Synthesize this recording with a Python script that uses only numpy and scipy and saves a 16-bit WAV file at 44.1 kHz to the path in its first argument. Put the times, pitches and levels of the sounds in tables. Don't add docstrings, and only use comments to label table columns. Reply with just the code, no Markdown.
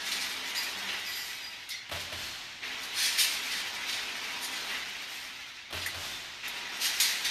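import sys
import numpy as np
from scipy import signal
from scipy.fft import rfft, irfft, next_fast_len
from scipy.io import wavfile
from scipy.ndimage import map_coordinates

SR = 44100
rng = np.random.default_rng(int(sys.argv[2]) if len(sys.argv) > 2 else 0)


def int16_out(signal):
    q = np.round(np.clip(np.atleast_2d(signal).T, -1, 1) * 32767)
    wavfile.write(sys.argv[1], SR, q.astype(np.int16))


N = 321930


def amp(db):
    return 10 ** (np.asarray(db) / 20)


def unit(x):
    return x / np.sqrt(np.mean(x ** 2) + 1e-20)


def along(points, hz):
    f, v = np.transpose(points)
    return np.interp(np.log(hz + 1), np.log(f + 1), v)


def wobble(rate):
    knots = rng.standard_normal(2048)
    return map_coordinates(knots, [np.arange(N) * rate / SR], mode="mirror")


def filtered(x, response):
    m = next_fast_len(len(x) + 8192)
    return irfft(rfft(x, m) * response(np.fft.rfftfreq(m, 1 / SR)), m)[:len(x)]


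def coloured(x, spectrum):
    return unit(filtered(x, lambda hz: amp(along(spectrum, hz))))


def resonance(hz, centre, width):
    return 1j * hz * width / (centre ** 2 - hz ** 2 + 1j * hz * width)


def whistle(centre_hz, width_hz):
    return unit(filtered(rng.standard_normal(SR), lambda hz: resonance(hz, centre_hz, width_hz) ** 2))


def sing(modes):
    return unit(sum(amp(db) * whistle(centre, width) for centre, width, db in modes))


def contacts(size, rate):
    return unit(rng.standard_normal(size) * (rng.random(size) < rate / SR))


def swell(rise, t60):
    t = np.arange(SR) / SR
    attack = np.sin(np.pi / 2 * np.minimum(t / max(rise, 1e-4), 1))
    return attack * amp(-60 * np.maximum(t - rise, 0) / t60)


def add(track, s, sound):
    room_left = track[max(round(s * SR), 0):][:len(sound)]
    room_left += sound[:len(room_left)]


START_S, CYCLE_S = 2.61, 3.81
SPIN_UP_S, BRAKE_S, STOP_S = 0.032, 2.17, 3.14
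RELEASE_S = 0.038
def cycle_time():
    return (np.arange(N) / SR - START_S) % CYCLE_S


def speed():
    return np.interp(cycle_time(), [0, SPIN_UP_S, BRAKE_S, STOP_S], [0, 1, 1, 0])


# frequency_hz, gain_db
STAND_SPECTRUM = [(20, -41), (60, -8), (125, -13), (150, -17), (190, -2.5), (235, -6.5), (290, -3),
                  (440, -1.5), (490, -6), (830, 1.5), (1200, -1), (1600, 0.5), (2100, -36), (3500, -58)]
# pitch_hz, level_db
GEAR_TONES = [(196, -73), (259, -66.5), (840, -72), (959, -63), (1303, -65), (1889, -69)]
def rollers(rumble_db=-49, drift=0.00285, unloaded_db=-2, idle_db=-14, build_db_per_s=1.4):
    swing_db = build_db_per_s * BRAKE_S / 2
    times = [0, BRAKE_S, BRAKE_S + RELEASE_S]
    drive_db = np.interp(cycle_time(), times, [-swing_db, swing_db, unloaded_db])
    load = np.hypot(speed() * amp(drive_db), amp(idle_db))
    rumble = amp(rumble_db) * coloured(rng.standard_normal(N), STAND_SPECTRUM)
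    whine = np.zeros(N)
    for hz, db in GEAR_TONES:
        gain = np.sqrt(2) * amp(db + 3.7 * wobble(7))
        pitch_hz = hz * (1 + drift * wobble(12))
        whine += gain * np.sin(2 * np.pi * np.cumsum(pitch_hz) / SR)
    return load * (rumble + whine)


def pressure(loose_db=-2.5, tight_db=4.5, slack_db=-1):
    enters_s, binds_s, free_s = 0.26, 0.64, 0.96
    times = [enters_s, binds_s, free_s, BRAKE_S, BRAKE_S + RELEASE_S]
    return np.interp(cycle_time(), times, [loose_db, tight_db, 0, 0, slack_db])


def friction(speed_power=0.73, idle_db=-10.5):
    return np.hypot(speed() ** speed_power * amp(pressure()), amp(idle_db))


# pitch_hz, width_hz, gain_db
PROFILE_MODES = [(1780, 60, 1), (1960, 60, 7), (2218, 25, 2), (2455, 25, 1), (2905, 30, 1), (3682, 28, 9),
                 (3935, 40, 3), (4247, 25, 8), (4592, 28, 6), (4810, 30, 4), (5512, 25, 8), (6309, 25, 7),
                 (6934, 25, 7), (7090, 35, 5), (8936, 25, 6), (9092, 25, 10), (9211, 25, 11), (9588, 25, 6),
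                 (9776, 25, 6)]
def steel(x, ring_db, spread_db, spread_t60=0.072, block=1536):
    spread, t = x.copy(), np.arange(2 * block) / SR
    for i in range(0, len(x), block):
        tail = rng.standard_normal(len(t)) * amp(-60 * t / spread_t60)
        tail /= np.linalg.norm(tail)
        add(spread, i / SR, amp(spread_db) * signal.fftconvolve(x[i:i + block], tail))
    ring = filtered(x, lambda hz: sum(amp(db) * resonance(hz, c, w) for c, w, db in PROFILE_MODES))
    return spread + amp(ring_db) * ring


# frequency_hz, gain_db
RUB_SPECTRUM = [(410, -27.5), (700, -12), (950, -9), (1150, -7), (1550, -1.5), (1930, 3.5), (2250, 4),
                (2650, 3), (3850, 1), (5000, -5), (6100, -7), (7570, -18.5), (10000, -26.5), (14000, -30)]
# frequency_hz, gain_db
HISS_SPECTRUM = [(3000, -22), (5000, 3), (7800, -4.5), (9400, -3), (10400, -11), (12000, -3), (13000, -5),
                 (14200, -14)]
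def strip(rub_db=-38.5, hiss_db=-49, edge_speed_power=1.14, edge_pressure_power=2.5):
    judder = wobble(28)
    face = coloured(steel(contacts(N, rate=20000), ring_db=-19.5, spread_db=-3), RUB_SPECTRUM)
    edge = coloured(steel(contacts(N, rate=5900), ring_db=6.5, spread_db=13), HISS_SPECTRUM)
    bite = speed() ** edge_speed_power * amp(edge_pressure_power * pressure())
    return friction() * amp(rub_db + 0.5 * judder) * face + bite * amp(hiss_db + 2.1 * judder) * edge


def rattle(level_db=-49, swing_db=3.5):
    shakes = unit(amp(swing_db * np.minimum(wobble(24), 2)))
    impacts = steel(contacts(N, rate=6000), ring_db=-0.5, spread_db=2)
    return amp(level_db) * friction() * shakes * coloured(impacts, RUB_SPECTRUM)


# frequency_hz, gain_db
DRONE_SPECTRUM = [(20, -14), (45, 1.5), (85, -1), (128, 1.5), (150, -12.5), (260, -0.5), (600, -25),
                  (2000, -36)]
def plant(level_db=-67):
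    return amp(level_db) * coloured(rng.standard_normal(N), DRONE_SPECTRUM)


# frequency_hz, gain_db
SHEET_SPECTRUM = [(200, -23.5), (700, -26), (1200, -15.5), (1550, -12), (1930, -5), (2300, -2),
                  (2700, -1.5), (4200, 3), (6500, -1), (8200, -7), (9300, -2), (10400, -10.5),
                  (11800, -4.5), (14200, -11)]
def chatter(tilt_db_per_octave):
    impacts = steel(contacts(SR, rate=14000), ring_db=-2.5, spread_db=0, block=8192)
    flurry = coloured(impacts, SHEET_SPECTRUM)
    return unit(filtered(flurry, lambda hz: amp(tilt_db_per_octave * np.log2(np.maximum(hz, 1800) / 4000))))


# start_s, level_db, rise_s, tilt_db_per_octave
CHATTER_BURSTS = [(0.055, -36, 0.025, -4), (0.113, -31.5, 0.0075, -3), (0.195, -35.5, .028, -4),
                  (0.545, -35, 0.012, -3), (0.622, -38, .01, 3), (1.688, -39, 0.0071, 5),
                  (1.99, -41.5, 0.018, -1), (2.829, -39.5, 0.0074, 1), (2.935, -27, 0.13, -2),
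                  (3.17, -22, .045, 0), (3.5, -32.5, 0.025, -6), (3.88, -34.5, .018, -6),
                  (3.926, -34.5, 0.0054, -6), (4.405, -36, 0.046, 3.5), (4.55, -39, 0.015, -4.5),
                  (5.813, -38.5, 0.0079, -5.5), (5.859, -33, .005, 7), (6.477, -36, .0035, 10),
                  (6.795, -27.5, 0.066, -0.5), (6.9995, -19.5, .003, 0.7), (7.025, -29.5, .032, -4),
                  (7.244, -29, 0.0067, -4)]
def clanks(neutral_t60=0.27, halving_db_per_octave=6.5):
    out = np.zeros(N)
    for s, db, rise, tilt in CHATTER_BURSTS:
        t60 = neutral_t60 * 2 ** (-tilt / halving_db_per_octave)
        add(out, s, amp(db) * chatter(tilt) * swell(rise, t60))
    return out


# start_s, main_db, other_modes_db, rise_s, t60_s
TABLE_SQUEALS = [(0.555, -37, -37, .025, 0.47), (1.04, -47, -41, 0.065, 0.62),
                 (1.14, -46, -38, 0.044, 0.61), (1.4, -46.5, -54, 0.062, 0.56)]
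# pitch_hz, width_hz, gain_db
SLIDING_MODES = [(1973, 45, -2.5), (4840, 1600, -3.5), (7150, 200, -10), (8330, 65, -15.5),
                 (11900, 1400, -6)]
def squeals(pitch_hz=4880, width_hz=32):
    out = np.zeros(N)
    for s, main_db, others_db, rise, t60 in TABLE_SQUEALS:
        voice = amp(main_db) * whistle(pitch_hz, width_hz) + amp(others_db) * sing(SLIDING_MODES)
        add(out, s, voice * swell(rise, t60))
    return out


# delay_s, clatter_db, groan_hz, groan_db, t60_s
DRIVE_JOLTS = [(0.005, -44, 2420, -43, 0.86), (2.08, -36, 2820, -40.5, 0.35),
               (2.125, -38, 2800, -41.5, 0.17)]
def jolts(rise_s=0.02, groan_width_hz=650):
    out = np.zeros(N)
    for start in START_S + CYCLE_S * np.arange(-1, 2):
        for delay, clatter_db, groan_hz, groan_db, t60 in DRIVE_JOLTS:
            if start + delay > 0:
                clatter = amp(clatter_db) * chatter(tilt_db_per_octave=-14.5)
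                groan = amp(groan_db) * whistle(groan_hz, groan_width_hz)
                add(out, start + delay, (clatter + groan) * swell(rise_s, t60))
    return out


# start_s, level_db
EDGE_SCRAPES = [(1.2, -47), (5.06, -48.5)]
def scrapes():
    out = np.zeros(N)
    for s, db in EDGE_SCRAPES:
        hiss = coloured(contacts(SR, rate=12000), HISS_SPECTRUM)
        add(out, s, amp(db) * hiss * swell(rise=0.089, t60=1.0))
    return out


# pitch_hz, width_hz, gain_db
STACK_MODES = [(3429, 32, -3), (3666, 31, -6), (3860, 45, -8), (4230, 24, 0), (4200, 3000, 0),
               (4592, 32, -3), (5160, 35, -6), (5800, 38, -4.5)]
def landing(start_s=1.695, ring_db=-36, drum_db=-43):
    out = np.zeros(N)
    add(out, start_s, amp(ring_db) * sing(STACK_MODES) * swell(rise=0.015, t60=0.44))
    drum = whistle(centre_hz=2100, width_hz=260)
    add(out, start_s, amp(drum_db) * drum * swell(rise=0.041, t60=0.57))
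    return out


# down_s, back_s, oil_db, valve_hz
SHEAR_CUTS = [(1.911, 2.118, -41.5, 4300), (5.724, 5.941, -40.5, 3570)]
DOWN_DB, BACK_DB = -35, -40
def strokes():
    return [blow for down, back, *_ in SHEAR_CUTS for blow in ((down, DOWN_DB), (back, BACK_DB))]


# frequency_hz, gain_db
CRUNCH_SPECTRUM = [(40, -23), (110, -2), (150, -7), (190, -6.5), (360, -6.5), (470, -10.5), (600, 0.5),
                   (800, -6), (1900, -4.5), (3500, -3), (7000, -19), (14000, -19.5)]
def shear(housing_hz=610, housing_width_hz=130, knock_db=-7):
    out = np.zeros(N)
    for s, crunch_db in strokes():
        crunch = coloured(contacts(SR, rate=9000), CRUNCH_SPECTRUM) * swell(rise=0.0085, t60=0.5)
        housing = filtered(contacts(SR, rate=10000), lambda hz: resonance(hz, housing_hz, housing_width_hz))
        knock = amp(knock_db) * unit(housing) * swell(rise=0.0083, t60=0.1)
        add(out, s, amp(crunch_db) * (crunch + knock))
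        slack = coloured(contacts(SR, rate=10000), CRUNCH_SPECTRUM) * swell(rise=0.0095, t60=0.11)
        add(out, s - 0.022, amp(crunch_db - 8) * slack)
    return out


# pitch_hz, gain_db
FRAME_MODES = [(81, -1), (87.5, 10)]
def frame(level_db=-45, force_share=0.95):
    out, t = np.zeros(N), np.arange(SR) / SR
    ring = unit(sum(amp(db) * np.sin(2 * np.pi * hz * t) for hz, db in FRAME_MODES))
    for s, crunch_db in strokes():
        thump_db = level_db + force_share * (crunch_db - DOWN_DB)
        add(out, s + 0.0085, amp(thump_db) * ring * swell(rise=0.028, t60=0.53))
    return out


# frequency_hz, gain_db
OIL_SPECTRUM = [(60, -8), (200, -9), (360, -6), (480, -13), (650, -4), (1000, -4), (2000, 1), (3600, 1),
                (5500, -5), (7500, -12.5), (14000, -41)]
def oil(rise, t60, hiss_db, hiss_life=0.43):
    rush = coloured(rng.standard_normal(SR), OIL_SPECTRUM) * swell(rise, t60)
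    hiss = coloured(rng.standard_normal(SR), HISS_SPECTRUM) * swell(rise, t60 * hiss_life)
    return rush + amp(hiss_db) * hiss


def ram(lag_s=0.017, rush_db=1, whistle_db=-7):
    out = np.zeros(N)
    for down, back, db, valve_hz in SHEAR_CUTS:
        add(out, down + lag_s, amp(db + rush_db) * oil(rise=0.035, t60=2.3, hiss_db=-11))
        add(out, back, amp(db + rush_db) * oil(rise=0.13, t60=2.52, hiss_db=-6.5))
        valve = whistle(valve_hz, width_hz=150) * swell(rise=0.18, t60=0.95)
        add(out, back, amp(db + whistle_db) * valve)
    return out


def ping(start_s=5.858, level_db=-29.5):
    out = np.zeros(N)
    ring = whistle(centre_hz=1970, width_hz=230)
    add(out, start_s, amp(level_db) * ring * swell(rise=0.0062, t60=0.14))
    return out


# frequency_hz, t60_s
HALL_DECAY = [(100, 2.6), (1000, 0.74), (4000, 1.06), (12000, 0.18)]
def hall(x):
    hz, t, noise = signal.stft(rng.standard_normal(SR), SR, nperseg=256)
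    decay = amp(-60 * t / along(HALL_DECAY, hz)[:, None])
    tail = signal.istft(noise * decay, SR, nperseg=256)[1]
    return signal.fftconvolve(x, np.pad(tail / np.linalg.norm(tail), (SR // 100, 0)))[:N]


def scene(reverb_db=-10):
    line = rollers() + strip() + rattle()
    cut_lengths = ping() + squeals() + scrapes() + landing()
    cutter = ram() + frame()
    blows = clanks() + jolts() + shear()
    mix = line + cut_lengths + cutter + blows + amp(reverb_db) * hall(blows) + plant()
    return np.array([mix, mix])


def record(dry):
    cutoff_hz = 14250
    return np.array([filtered(channel, lambda hz: hz < cutoff_hz) for channel in dry])


dry = scene()
out = record(dry)
int16_out(out)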